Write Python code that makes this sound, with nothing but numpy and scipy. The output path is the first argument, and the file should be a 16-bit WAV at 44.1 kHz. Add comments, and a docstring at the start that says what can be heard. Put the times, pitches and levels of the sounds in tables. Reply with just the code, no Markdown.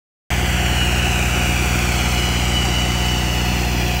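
"""After a short silence, the drone of an engine-driven welder cuts in, outdoors, at about 3600 rpm.
Pressure pulses from the crank make the drone, and gas puffs chuff through the muffler above a low hum.
Cooling air and valve clatter rush over it, and a thin squeal wavers on top. As a phone is carried
slowly past, a reflection off the dirt interferes with the rush and sweeps through it."""
import sys
import numpy as np
from scipy import signal
from scipy.fft import rfft, irfft
from scipy.io import wavfile
from scipy.ndimage import uniform_filter1d, map_coordinates

SR = 44100
rng = np.random.default_rng(int(sys.argv[2]) if len(sys.argv) > 2 else 0)


def master_out(mix):
    """Clip the mix to full scale and print it as 16-bit PCM to the path in sys.argv[1]."""
    frames = np.transpose(np.atleast_2d(mix))
    ceiling = np.clip(frames, -1, 1)
    pcm = np.round(ceiling * 32767).astype(np.int16)
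    wavfile.write(sys.argv[1], SR, pcm)


N = 176400

# Sinking hum (time [s], frequency [Hz], level [dB])
HUM_TRACK = [(.3, 78.8, -26), (2.0, 77.4, -28.5), (4.0, 77, -33.5)]
# Squeal pitch, sagging as the contact grips harder (time [s], frequency [Hz])
SQUEAL_PITCH = [(.45,2955),(.6,2930),(.68,2948),(.78,2948),(.88,2872),(.98,2932),(1.12,2925),(1.25,2952),(1.37,2950),(1.49,2885),(1.63,2940),(1.92,2975),(2.05,2920),(2.15,2948),(2.24,2940),(2.4,2973),(2.52,2975),(2.63,2930),(2.73,2952),(2.83,2945),(2.98,2973),(3.1,2960),(3.2,2927),(3.42,2935),(3.56,2962),(3.8,2932)]
# Squeal fundamental (time [s], relative level [dB])
SQUEAL_LEVEL = [(.35,-40.5),(.6,-33),(.76,-30.5),(.81,-21.5),(.93,-34.5),(1.07,-28.5),(1.25,-38.5),(1.4,-29.5),(1.55,-35),(1.9,-41),(2.0,-29),(2.11,-34.5),(2.21,-25.5),(2.33,-29),(2.5,-31.5),(2.57,-20),(2.68,-32),(2.78,-24),(2.89,-33),(3.12,-24.5),(3.25,-32),(3.37,-30),(3.7,-38),(4,-34.5)]
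# Upper partials of the squeal (frequency ratio [1], level [dB])
SQUEAL_PARTIALS = [(1.916, -45.5), (1.997, -45)]
# Spectrum of air and clatter (frequency [Hz], relative density [dB])
RUSH_SPECTRUM = [(400,-6.5),(520,-9),(730,-1),(850,-2.5),(1130,-9),(1490,-4.5),(1800,-7),(2000,-4.5),(2400,-1.5),(2800,-3),(3050,-9),(3280,-8),(3550,-15),(3950,-14.5),(4450,-10),(5100,-14),(5800,-13),(7700,-15.5),(8600,-19.5),(9200,-20.5),(10400,-26.5),(12000,-25),(15500,-20)]
# Bands of the rush (centre frequency [Hz])
RUSH_BANDS_HZ = [600, 1400, 2500, 5000, 8000, 14000]
# Shading of the rush as the phone turns (time [s], gain in each of the six bands [dB])
RUSH_BAND_GAINS = [(.3, -0.83, 0.5, 1.3, -5, 0.5, -0.51), (.9, 0, 0.5, 1.6, -4, 2.5, -1.2),
                   (1.5, 0, 1, 0.9, -3.5, 3, 0.41), (2.0, -0.17, 0.5, -0.04, 0, 2.5, 0.5),
                   (2.6, 0.21, -1, -1.7, 0, 1.5, -3.1), (3.2, -0.21, -2, -2.4, 0, -1, -1.3),
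                   (4.0, 0.29, -4.5, -1.9, -0.5, -4.5, 0.99)]
# Ground reflection (time [s], delay [ms])
GROUND_DELAY = [(.35, .6), (.8, .71), (1.3, .79), (1.85, .88), (2.55, 1.03), (3.25, 1.08), (3.9, 1.21)]
# Muffler response (frequency [Hz], relative gain [dB])
MUFFLER_RESPONSE = [(25, -13), (55, -11), (90, 0), (140, 1.5), (250, 3.5), (350, 6.5), (420, -3),
                    (520, -12), (800, -7), (1500, -31.5)]
# The four strokes (position [cycles], relative level [dB])
STROKES = [(.76, -5.5), (.05, -4.5), (.25, 2), (.51, -4)]
# Drone harmonics (multiple of the cycle rate [1], relative level [dB])
DRONE_HARMONICS = [(2, -21.5), (3, -69), (4, -25), (5, -37), (6, -28.5), (7, -42.5), (8, -35.5), (9, -72),
                   (10, -43.5), (12, -38), (13, -56), (16, -44), (18, -42.5), (24, -34.5), (27, -48),
                   (48, -47), (65, -44)]

CYCLE_HZ, CYCLE_ORIGIN_S = 30.129, .0229  # one four-stroke cycle is two crank turns
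START_S = .3037


def undb(db):
    """Amplitude ratio from decibels."""
    return 10 ** (np.asarray(db) / 20)


def level(x, db):
    """Normalisation to an rms level."""
    return x * undb(db) / np.sqrt(np.mean(x ** 2))


def curve(table, column=1):
    """Linear interpolation of a time table at every sample."""
    rows = np.array(table, float)
    return np.interp(np.arange(N) / SR, rows[:, 0], rows[:, column])


def wander(rate_hz):
    """Low-pass noise: smoothed random steps with unit standard deviation."""
    hold = max(int(SR / rate_hz), 2)
    steps = np.repeat(rng.standard_normal(N // hold + 1), hold)
    smooth = uniform_filter1d(uniform_filter1d(steps, hold), hold)[:N]
    return smooth / smooth.std()


def over_bins(hz, values):
    """Interpolation in log frequency at every spectral bin."""
    bin_hz = np.maximum(np.arange(N // 2 + 1) * SR / N, 1)
    return np.interp(np.log(bin_hz), np.log(hz), values)


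def colour(x, response):
    """Zero-phase filtering by (frequency [Hz], gain [dB]) points."""
    hz, db = np.array(response, float).T
    return irfft(rfft(x) * undb(over_bins(hz, db)), N)


def bursts(cycle, decay_s, scatter_db):
    """Impulsive excitation: each stroke starts an exponentially decaying burst of noise."""
    hits = np.zeros(N)
    whole_cycles = np.arange(np.ceil(cycle[0]), np.floor(cycle[-1]))
    for position, db in STROKES:
        at = np.minimum(np.searchsorted(cycle, whole_cycles + position), N - 1)
        hits[at] += undb(db + scatter_db * rng.standard_normal(len(at)))
    envelope = signal.lfilter([1], [1, -np.exp(-1 / (decay_s * SR))], hits)
    return level(envelope, 0) * rng.standard_normal(N)


def hum():
    """Beating: a low tone, out of step with the crank, interferes with the drone."""
    phase = 2 * np.pi * np.cumsum(curve(HUM_TRACK)) / SR
    return np.sqrt(2) * undb(curve(HUM_TRACK, column=2)) * np.sin(phase)


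def squeal(jitter_hz=4, flicker_db=2, roughness=.14):
    """Friction-excited vibration, perhaps of a dry bearing: a thin tone with two faint partials."""
    pitch_hz = curve(SQUEAL_PITCH) + jitter_hz * wander(150)
    phase = 2 * np.pi * np.cumsum(pitch_hz) / SR
    tone = undb(curve(SQUEAL_LEVEL) - .26) * np.sin(phase)
    for ratio, db in SQUEAL_PARTIALS:
        tone += undb(db + flicker_db * wander(6.9)) * np.sin(ratio * phase)
    return np.sqrt(2) * tone * (1 + roughness * wander(120))


def rush(cycle, clatter_db=-11.5, low_cut_hz=376):
    """Broadband noise of cooling air and valve impacts; its colour shifts as the phone turns."""
    air = rng.standard_normal(N) * undb(.45 * wander(300))
    clatter = undb(clatter_db) * bursts(cycle, decay_s=.0023, scatter_db=2.5)
    highpass = signal.butter(2, low_cut_hz, "high", fs=SR, output="sos")
    noise = signal.sosfilt(highpass, colour(air + clatter, RUSH_SPECTRUM))
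    spectrum = rfft(level(noise, -23.5))
    out = np.zeros(N)
    for column, weights in enumerate(np.eye(len(RUSH_BANDS_HZ)), start=1):
        band = irfft(spectrum * over_bins(RUSH_BANDS_HZ, weights), N)
        out += band * undb(curve(RUSH_BAND_GAINS, column))
    return out


def ripple(x, ripple_db=1.3, spacing_hz=45, full_ripple_hz=1500):
    """Colouration: a fine, fixed, random ripple in the spectrum makes the rush ring faintly."""
    bin_hz = np.arange(N // 2 + 1) * SR / N
    knots_hz = np.arange(0, SR / 2, spacing_hz)
    db = ripple_db * rng.standard_normal(len(knots_hz)) * np.minimum(knots_hz / full_ripple_hz, 1)
    return irfft(rfft(x) * undb(np.interp(bin_hz, knots_hz, db)), N)


def ground(x, gain=.45, band_hz=(1950, 6500)):
    """Comb filtering: direct sound interferes with its ever later reflection off the dirt."""
    bandpass = signal.butter(1, band_hz, "band", fs=SR, output="sos")
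    reflected = signal.sosfilt(bandpass, x)
    delayed_index = np.arange(N) - curve(GROUND_DELAY) * SR / 1000
    return x + gain * map_coordinates(reflected, [delayed_index], mode="mirror")


def chuffs(cycle):
    """Source and filter: the muffler colours a puff of gas at each stroke."""
    puffs = bursts(cycle, decay_s=.0057, scatter_db=1.2)
    return level(colour(puffs, MUFFLER_RESPONSE), -31)


def drone(cycle, firing_lag_cycles=.42, dispersion_rad=.08, flutter_db=.5, gain_db=-1):
    """Harmonic series: pressure pulses once a crank turn; firing every other turn adds odd lines."""
    out = np.zeros(N)
    for k, db in DRONE_HARMONICS:
        phase = 2 * np.pi * k * (cycle - firing_lag_cycles * (k % 2))
        phase += dispersion_rad * k ** 2  # the muffler delays lows relative to highs
        out -= np.sqrt(2) * undb(db + flutter_db * wander(25.17)) * np.sin(phase)
    return out * undb(gain_db)


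def scene():
    """Superposition in two identical channels; one crank times the drone, chuffs and clatter."""
    cycle = CYCLE_HZ * (np.arange(N) / SR - CYCLE_ORIGIN_S) + .003 * wander(6)
    mono = drone(cycle) + hum() + chuffs(cycle) + ground(ripple(rush(cycle))) + squeal()
    return np.array([mono, mono])


def record(dry):
    """Gating and band limiting: the phone cuts in abruptly and drops the highest treble."""
    live = np.arange(N) / SR >= START_S
    lowpass = signal.ellip(14, .2, 80, 15750, fs=SR, output="sos")
    return signal.sosfilt(lowpass, dry * live)


dry = scene()
out = record(dry)
master_out(out)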